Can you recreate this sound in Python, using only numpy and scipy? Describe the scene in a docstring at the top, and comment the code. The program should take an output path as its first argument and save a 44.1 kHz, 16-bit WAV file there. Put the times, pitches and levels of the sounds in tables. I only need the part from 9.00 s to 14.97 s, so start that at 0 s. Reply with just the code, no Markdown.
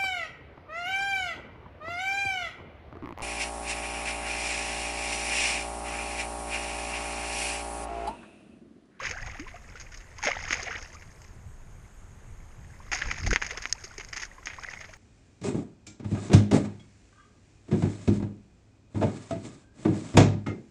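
"""Hooked fish in the shallows

A fish thrashes by a stony river bank, heard by a small camera in a closed housing.
Slaps and drops are sharp blows with grainy bursts of noise; churning water is lumpy noise with tiny bubbles.
The housing gives both a broad hump near 2 kHz and a narrow port resonance near 6.5 kHz.
Larger bubbles are decaying tones; the far river, wind, knocks and hiss are coloured noise."""
import sys
import numpy as np
from scipy import signal
from scipy.fft import rfft, irfft
from scipy.io import wavfile
from scipy.ndimage import uniform_filter1d, map_coordinates

SR = 44100
rng = np.random.default_rng(int(sys.argv[2]) if len(sys.argv) > 2 else 0)


def dump(signal):
    """Clip the signal to [-1, 1] and save it as 16-bit WAV at the path in sys.argv[1]."""
    limited = np.clip(np.atleast_2d(signal).T, -1, 1)
    pcm = np.round(limited * 32767).astype(np.int16)
    wavfile.write(sys.argv[1], SR, pcm)


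N = 263277  # length in samples


def amp(db):
    """Turns decibels into gain."""
    return 10 ** (np.asarray(db) / 20)


def unit(x):
    """Scales a signal to rms 1."""
    return x / np.sqrt(np.mean(x ** 2) + 1e-20)


def curves(rows):
    """Draws straight lines between rows: one value per sample for each column after the time."""
    seconds, *columns = np.transpose(rows)
    return [np.interp(np.arange(N) / SR, seconds, column) for column in columns]


def wobble(rate):
    """A smooth random curve through a given number of random points a second."""
    points = rng.standard_normal(int(N * rate / SR) + 4)
    return map_coordinates(points, [np.arange(N) * rate / SR])


def response(points, size=8192):
    """A filter of energy 1 with the shape of (Hz, dB) points, its sound packed towards the start."""
    hz = np.fft.rfftfreq(size, 1 / SR)
    point_hz, point_db = np.transpose(points)
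    gain = amp(np.interp(np.log(hz + 1), np.log(point_hz), point_db))
    # folding the cepstrum (the spectrum of the log gain) makes the filter minimum phase
    cepstrum = irfft(np.log(gain + 1e-7))
    cepstrum[1:size // 2] *= 2
    cepstrum[size // 2 + 1:] = 0
    impulse = irfft(np.exp(rfft(cepstrum)))
    return impulse / np.linalg.norm(impulse)


def rush(points, patchy_db):
    """Coloured noise of rms 1, with patches of random gain across time and pitch."""
    spectrum = signal.stft(rng.standard_normal(N + 512), nperseg=512)[2]
    patches = uniform_filter1d(rng.standard_normal(spectrum.shape), size=6, axis=0)
    patches = uniform_filter1d(patches, size=10, axis=1)
    patchy_noise = signal.istft(spectrum * amp(patchy_db * unit(patches)), nperseg=512)[1]
    return unit(signal.fftconvolve(patchy_noise, response(points))[:N])


def ring(rows, size=4096):
    """Sum of bubbles: each is a tone with a soft start, a steady decay and a gliding pitch."""
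    start, hz, db, t60, rise = np.transpose(rows)[:, :, None]
    t = np.arange(size) / SR
    envelope = amp(db - 60 * t / t60) * (1 - np.exp(-t * hz / 1.44))
    tone = envelope * np.sin(2 * np.pi * hz * (t + rise * t * t / 2))
    at = np.round(start * SR).astype(int) + np.arange(size)
    return np.bincount(at.ravel(), tone.ravel(), N + size)[:N]


def swarm(low_hz, high_hz, cycles, spread_db, count, size):
    """Many random bubbles, together of rms 1, uneven in pitch, level and life."""
    u = rng.random((count, 5))
    start = u[:, 0] * N / SR
    hz = low_hz * (high_hz / low_hz) ** u[:, 1]
    db = spread_db * u[:, 2] ** 3  # a few stand out
    t60 = cycles * 3 ** u[:, 4] / hz
    rise = 0.94 * u[:, 3] / t60
    rows = np.array([start, hz, db, t60, rise])
    return unit(ring(rows.T, size))


# How hard the water churns before the housing; the drips and the gurgle follow it too.
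# Each row: time in seconds, body level in dB, spray level in dB over the body.
CHURN_LEVELS = [(0.0, -39, -14), (0.11, -45.5, -9.5), (0.33, -50, -10.5), (0.53, -58.5, -8.5),
                (1.1, -61.5, -9), (1.3, -42.5, -9.5), (1.47, -44, -6.5), (1.6, -42, -4.5),
                (1.68, -41, -12.5), (1.8, -46, -5.5), (1.97, -62.5, -3.5), (2.2, -66, -2), (2.5, -75, -7),
                (3.5, -71.5, -10), (3.91, -58, -8), (3.97, -42.5, -8.5), (4.13, -43.5, -9), (4.3, -54.5, 2),
                (4.53, -46.5, -9), (4.78, -56.5, -2), (5.1, -59, -5.5), (5.28, -59, -13), (5.49, -62.5, -3),
                (5.65, -49, -9.5), (5.72, -51, -5.5), (5.97, -64, -3)]


def churn():
    """Sloshing water: noise in lumps, with bubbles in the body and fine droplets in the spray."""
    body_db, spray_db = curves(CHURN_LEVELS)
    lumps_db = 1.3 * wobble(60) + 1.65 * wobble(300)  # shared by body and spray
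    bubbling = swarm(443.7, 4080, cycles=12.6, spread_db=14.5, count=4500, size=1100)
    body = unit(1.1 * rng.standard_normal(N) + bubbling)
    droplets = swarm(3210, 17400, cycles=7.6, spread_db=14.5, count=7000, size=200)
    spray = unit(1.35 * rng.standard_normal(N) + droplets)
    lumpy_body = unit(body * amp(lumps_db + 2.3 * wobble(150)))
    lumpy_spray = unit(spray * amp(lumps_db + 1.3 * wobble(120)))
    return np.array([amp(body_db) * lumpy_body, amp(body_db + spray_db) * lumpy_spray])


# How the housing colours the body of a splash: a hump near 2 kHz, falling away steeply above 4 kHz.
# Each row: frequency in Hz, relative gain in dB.
HOUSING_BODY = [(150, -43), (250, -10), (443, -13), (618, -14.5), (739, -9.5), (937, -9.5), (1230, -5.5),
                (2060, 5), (4300, -18.5), (5590, -69), (9460, -120)]
# How the housing colours the spray, strongest at the port resonance.
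# Each row: frequency in Hz, relative gain in dB.
HOUSING_SPRAY = [(2200, -48), (3700, -17), (4250, -14), (4890, -5), (5450, -4), (5920, -9.5), (6340, -1.5),
                 (6540, 1.5), (6770, -5), (7340, -21), (8600, -30), (9500, -26), (10300, -34),
                 (14300, -49.5), (16000, -63)]


def housing(body, spray):
    """The case filters the body of a splash and its spray separately, then adds them."""
    coloured_body = signal.fftconvolve(body, response(HOUSING_BODY))
    coloured_spray = signal.fftconvolve(spray, response(HOUSING_SPRAY))
    return (coloured_body + coloured_spray)[:N]


# Single bubbles that stand out.
# Each row: start in seconds, starting pitch in Hz, level in dB, time to fall 60 dB in seconds,
# pitch rise as a share of the starting pitch per second (negative falls).
SINGLE_BUBBLES = [(0.0, 986, -26, 0.049, 26), (0.053, 1880, -9, 0.0082, 13), (0.103, 417, -36, 0.08, 13.5),
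                  (0.146, 1470, -31, 0.027, 35), (0.151, 568, -36, 0.091, 32),
                  (0.171, 1470, -27.5, 0.043, 15), (0.23, 1940, -30.5, 0.034, -2),
                  (0.354, 656, -34, 0.041, 36), (0.393, 253, -29.5, 0.15, 11), (0.466, 1024, -36, 0.052, 1),
                  (0.541, 700, -34, 0.072, 0.5), (0.755, 1350, -34, 0.043, 12), (0.748, 466, -39, 0.043, 4),
                  (1.19, 990, -30, 0.025, 10), (1.234, 894, -25.5, 0.078, -6.5), (1.26, 259, -20, 0.032, 4),
                  (1.506, 320, -24, 0.025, 5), (1.526, 230, -23.5, 0.032, 4),
                  (1.268, 611, -20.5, 0.11, -2.5), (1.278, 471, -18, 0.037, 4),
                  (1.285, 740, -20, 0.052, -4.5), (1.309, 1106, -24, 0.04, 19),
                  (1.367, 710, -14.5, 0.013, 57), (1.453, 1590, -31, 0.023, 10),
                  (1.625, 402, -34, 0.06, -2), (1.69, 452, -37.5, 0.1, 0.5),
                  (1.708, 1323, -25.5, 0.068, 25.5), (1.95, 1110, -38.5, 0.059, 14.5),
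                  (3.802, 880, -32, 0.023, 49), (3.924, 840, -21.5, 0.025, -4), (3.943, 734, -27, 0.052, 1),
                  (4.019, 1570, -15, 0.025, 35), (4.175, 930, -42, 0.063, 10), (4.273, 676, -18, 0.019, 25),
                  (4.312, 1346, -13.5, 0.02, 47), (4.328, 433, -7, 0.017, 11),
                  (4.518, 400, -37, 0.14, 19.5), (4.55, 800, -39, 0.08, 45), (4.575, 367, -23, 0.024, 28),
                  (4.75, 800, -42.5, 0.068, 18), (4.841, 386, -33.5, 0.043, -1),
                  (4.983, 394, -25, 0.027, 2), (5.382, 1016, -36, 0.042, 4), (5.585, 940, -26.5, 0.031, 39),
                  (5.645, 1460, -23, 0.023, 56), (5.686, 1810, -26, 0.028, 26),
                  (5.773, 2030, -26, 0.014, 16), (5.802, 640, -44, 0.07, 0.5), (5.93, 1290, -40, 0.03, 60),
                  (5.89, 652, -42, 0.076, -1)]


def bubbles():
    """Each pocket of air rings at its own pitch, which glides as the ringing dies."""
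    return ring(SINGLE_BUBBLES)


GURGLE_DB = -12.5  # over the churn's body level


def gurgle():
    """Larger bubbles ring at random times, as a swarm that swells and fades with the churn."""
    level_db, _ = curves(CHURN_LEVELS)
    return amp(level_db + GURGLE_DB) * swarm(450, 1994, cycles=19.8, spread_db=10.5, count=700, size=4096)


# The tone colour of the far river. Each row: frequency in Hz, relative level in dB per Hz.
RIVER_COLOUR = [(120, -36.5), (200, -3), (280, -10.5), (360, -8), (470, -10), (890, -11), (1580, -13.5),
                (4200, -29.5), (5940, -31.5), (6510, -15.5), (7300, -27), (8200, -43), (12000, -120)]
RIVER_DB = -58.5  # middle level


def river():
    """Far rushing water blends into steady coloured noise that wavers a little."""
    level_db = RIVER_DB + 0.36 * wobble(2.5)
    return amp(level_db) * rush(RIVER_COLOUR, patchy_db=0.55)


# Wind on the microphone. 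Each row: time in seconds, rumble level in dB.
WIND_LEVELS = [(0, -50), (.25, -44.5), (.6, -49), (1.2, -48.5), (1.38, -43.5), (1.6, -47), (1.98, -50.5),
               (2.56, -46.5), (3.0, -48), (3.69, -46.5), (4.44, -45), (4.8, -51.5), (5.97, -55.5)]
# The tone colour of the deep rumble, also used by the jostle's thud.
# Each row: frequency in Hz, relative level in dB per Hz.
RUMBLE_COLOUR = [(10, -15.5), (25, -0.5), (60, -9), (90, -28), (150, -52), (300, -120)]
# The tone colour of the higher flutter, also used by the jostle's shudder.
# Each row: frequency in Hz, relative level in dB per Hz.
FLUTTER_COLOUR = [(20, -71), (40, -27), (80, 5), (130, -3.5), (250, -18), (500, -30), (1500, -120)]
# middle flutter level, share of the wind's swing it follows, size of its random gusts
FLUTTER_DB, FLUTTER_FOLLOWS, GUST_DB = -52, 0.71, 1.13


def wind():
    """Gusts push the microphone's membrane in slow lumps, with a faster flutter above."""
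    strength_db, = curves(WIND_LEVELS)
    swing_db = strength_db - strength_db.mean()
    flutter_db = FLUTTER_DB + FLUTTER_FOLLOWS * swing_db + GUST_DB * wobble(6)
    rumble = amp(strength_db) * rush(RUMBLE_COLOUR, patchy_db=-1.15)
    return rumble + amp(flutter_db) * rush(FLUTTER_COLOUR, patchy_db=-3.0)


# level over the churn, spread of levels, middle spray level over the body
DRIP_DB, DRIP_SPREAD_DB, DRIP_SPRAY_DB = 3.5, 2, -7
DRIP_T60_S, DRIP_SHARP = .03, .55  # time to fall 60 dB, sharpness 0-1


def drips(count):
    """Small drops land at random, louder where the water churns harder; rows like those of the slaps."""
    u = rng.random((count, 3))
    when = u[:, 0] * N / SR
    churn_db = np.interp(when, *np.transpose(CHURN_LEVELS)[:2])
    level_db = churn_db + DRIP_DB - DRIP_SPREAD_DB * np.log(u[:, 1])
    spray_db = DRIP_SPRAY_DB + 14 * (u[:, 2] - .5)
    return [(s, db, spray, DRIP_T60_S, DRIP_SHARP) for s, db, spray in zip(when, level_db, spray_db)]


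# Slaps and drops on the surface, before the housing.
# Each row: start in seconds, level in dB, spray level in dB over the body,
# time for the burst to fall 60 dB in seconds, sharpness from 0 (soft) to 1 (sharp).
SLAP_HITS = [(0.0282, -24, -18, 0.058, 0.5), (0.0406, -20.5, -18, 0.075, 0.5), (0.0527, -20, -9, 0.15, 0.7),
             (0.0654, -15, -19, 0.033, 0.5), (0.0942, -22.5, -4.5, 0.04, 0.7),
             (0.1088, -19.5, -8, 0.044, 0.5), (0.259, -32.5, -8.5, 0.086, 0.5),
             (0.314, -31, -7, 0.029, 0.7), (0.3466, -27.5, -19, 0.029, 0.6), (0.3671, -32, -28, 0.051, 0.5),
             (0.396, -22.5, -9.5, 0.032, 0.6), (0.4778, -29, -17, 0.093, 0.64),
             (0.756, -33.5, -12, 0.15, 0.64), (0.7983, -33, -3, 0.14, 0.63), (0.918, -35.5, -7, 0.063, 0.4),
             (0.9427, -30, -6, 0.056, 0.6), (0.9728, -39, 3.5, 0.047, 0.58),
             (1.0047, -34.5, -8.5, 0.055, 0.6), (1.1847, -30.5, 1, 0.025, 0.64),
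             (1.2281, -16, -8, 0.021, 0.65), (1.2342, -15.5, -10, 0.04, 0.3),
             (1.2477, -16.5, -6.5, 0.079, 0.5), (1.2663, -11.5, -31, 0.032, 0.64),
             (1.2716, -7, -18, 0.085, 0.76), (1.2872, -27, -4, 0.056, 0.2), (1.298, -26, -21, 0.078, 0.2),
             (1.4064, -27, -16, 0.037, 0.6), (1.4274, -33, 1, 0.035, 0.8), (1.504, -22.5, -8, 0.15, 0.45),
             (1.5078, -11.5, -20, 0.022, 0.77), (1.5264, -11, -10.5, 0.091, 0.71),
             (1.5696, -28, -13, 0.053, 0.5), (1.5986, -25, -12, 0.056, 0.5),
             (1.6306, -24.5, 5, 0.017, 0.56), (1.661, -24, -21, 0.036, 0.5), (1.707, -24, -20, 0.071, 0.4),
             (1.754, -19.5, -35, 0.035, 0.4), (1.7782, -37, -1, 0.024, 0.5), (1.8249, -32, -1, 0.042, 0.58),
             (1.944, -36, 0, 0.039, 0.56), (2.0227, -30, -13, 0.044, 0.62), (2.2184, -40, 0.5, 0.03, 0.77),
             (2.2414, -42, -5.5, 0.047, 0.4), (2.2785, -51, 0, 0.04, 0.5), (3.917, -13, -9, 0.046, 0.64),
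             (3.9222, -14, -13, 0.018, 0.45), (3.9307, -10, -11, 0.062, 0.68),
             (3.943, -25.5, 3.5, 0.04, 0.35), (3.9534, -18.5, -7, 0.042, 0.36),
             (3.9735, -21.5, -5, 0.055, 0.75), (3.9853, -20.5, -6.5, 0.038, 0.3),
             (4.0159, -14, -20, 0.045, 0.5), (4.0468, -25, -27, 0.04, 0.7),
             (4.112, -10, -11.5, 0.035, 0.57), (4.142, -26, -16, 0.04, 0.6),
             (4.1811, -17.5, -10.5, 0.025, 0.4), (4.2344, -25, -7, 0.031, 0.63),
             (4.263, -17.5, -8, 0.039, 0.5), (4.269, -21.5, -3, 0.059, 0.6),
             (4.3066, -16.5, -4.5, 0.05, 0.53), (4.3306, -9, -9.5, 0.057, 0.7),
             (4.36, -3.5, -13.5, 0.022, 0.81), (4.364, -18.5, -23, 0.058, 0.5),
             (4.4174, -14, -15.5, 0.048, 0.58), (4.4291, -21.5, -8.5, 0.035, 0.6),
             (4.4451, -22, -10, 0.056, 0.58), (4.465, -18, -3.5, 0.029, 0.64),
             (4.508, -14, -9.5, 0.045, 0.56), (4.5726, -18, -8.5, 0.039, 0.5),
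             (4.6213, -23.5, -1.5, 0.056, 0.6), (4.6394, -22.5, -11, 0.047, 0.67),
             (4.6555, -11, -17.5, 0.023, 0.77), (4.6957, -31.5, 0, 0.033, 0.54),
             (4.7258, -18, 11.5, 0.016, 0.7), (4.8374, -28.5, 0.5, 0.06, 0.37),
             (4.9806, -26.5, 1, 0.029, 0.68), (4.9978, -23.5, -12, 0.039, 0.56),
             (5.0096, -20.5, -13, 0.022, 0.56), (5.0347, -33, -6, 0.034, 0.5),
             (5.0483, -33.5, 3, 0.026, 0.83), (5.0866, -34, 2, 0.026, 0.54),
             (5.1287, -22.5, -8, 0.074, 0.63), (5.1619, -22.5, -5, 0.081, 0.42),
             (5.1981, -24, -7, 0.071, 0.63), (5.217, -26.5, -4, 0.12, 0.53), (5.2266, -17.5, -11, 0.03, 0),
             (5.2489, -30, -4, 0.037, 0.3), (5.4568, -26.5, 2, 0.037, 0.56),
             (5.4708, -15.5, -13, 0.097, 0.81), (5.4994, -26.5, -19, 0.14, 0.65),
             (5.533, -29, -20, 0.072, 0.63), (5.6341, -23.5, -11, 0.034, 0.54),
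             (5.7052, -34.5, -5, 0.046, 0.5), (5.7334, -23.5, -19, 0.047, 0.5),
             (5.8082, -27, -13, 0.08, 0.52), (5.843, -27, -22, 0.042, 0.58),
             (5.891, -31.5, -26, 0.035, 0.5), (5.9364, -27.5, -11, 0.024, 0.53)]
SWELL_S, SOFT_SWELL_S = 0.00056, 0.0055  # rise of a sharp burst, extra for a soft one
BURST, BLOW = [[.82], [1.285]], [4.44, 4.3]  # sizes in body and spray of the grainy burst and of the first blow


def slaps():
    """Each slap is a sharp blow and a grainy burst that swells, slower for softer contact, and dies."""
    out = np.zeros((2, N + SR))  # body and spray
    t = np.arange(SR // 5) / SR
    for start, db, spray_db, t60, sharp in SLAP_HITS + drips(count=90):
        sharp = np.clip(sharp, 0, 1)
        swell = 1 - np.exp(-t / (SWELL_S + SOFT_SWELL_S * (1 - sharp) ** 2))
        # the sheet of water tears into spits about a millisecond long
        knots = t[::60]
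        spits = unit(amp(4 * np.interp(t, knots, rng.standard_normal(len(knots)))))
        envelope = spits * amp(-60 * t / t60) * swell
        slap = rng.standard_normal((2, len(t))) * envelope * np.array(BURST) * (1 - sharp)
        slap[:, 0] = np.array(BLOW) * sharp ** 2  # the blow is a single-sample click
        out[:, round(start * SR):][:, :len(t)] += amp([[db], [db + spray_db]]) * slap
    return out[:, :N]


# Moments when the housing is jostled.
# Each row: peak time in seconds, knock level in dB, rise and fall in seconds per 10 dB.
JOSTLES = [(4.07, -42, 0.017, 0.0544), (4.27, -41.5, 0.042, 0.04), (4.331, -38, 0.035, 0.003)]
# The tone colour of the knocks. Each row: frequency in Hz, relative level in dB per Hz.
KNOCK_COLOUR = [(40, -69), (120, -5.5), (300, -6.5), (500, -23), (1500, -120)]
JOSTLE_THUD_DB, JOSTLE_SHUDDER_DB = 11.5, 4.5  # over the knock


def jostle():
    """Shaking the camera sends dull knocks, a shudder and a deep thud through the case."""
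    t = np.arange(N) / SR
    shake = sum(amp(db - 10 * np.maximum((peak - t) / rise, (t - peak) / fall))
                for peak, db, rise, fall in JOSTLES)
    knock = rush(KNOCK_COLOUR, patchy_db=3.5)
    thud = amp(JOSTLE_THUD_DB) * rush(RUMBLE_COLOUR, patchy_db=1.4)
    shudder = amp(JOSTLE_SHUDDER_DB) * rush(FLUTTER_COLOUR, patchy_db=1.6)
    return shake * (knock + thud + shudder)


def scene():
    """Adds splashes through the housing to the bubbles, river, wind and handling."""
    splashes = housing(*(churn() + slaps()))
    return (splashes + bubbles() + gurgle() + river() + wind() + jostle())[None]


# The tone colour of the microphone's own noise. Each row: frequency in Hz, relative level in dB per Hz.
HISS_COLOUR = [(3000, -35), (7000, 1), (9500, -5), (10500, -12.5), (12700, -9.5), (13100, -35),
               (16000, -59)]
HISS_DB = -69.5  # before the band limit
TOP_HZ = 14300  # band limit


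def record(dry):
    """The camera adds its own hiss, and a steep low-pass cuts sound above its band limit by 80 dB."""
    noisy = dry + amp(HISS_DB) * rush(HISS_COLOUR, patchy_db=2.8)
    return signal.sosfilt(signal.ellip(10, .5, 80, TOP_HZ, fs=SR, output="sos"), noisy)


dry = scene()
out = record(dry)
dump(out)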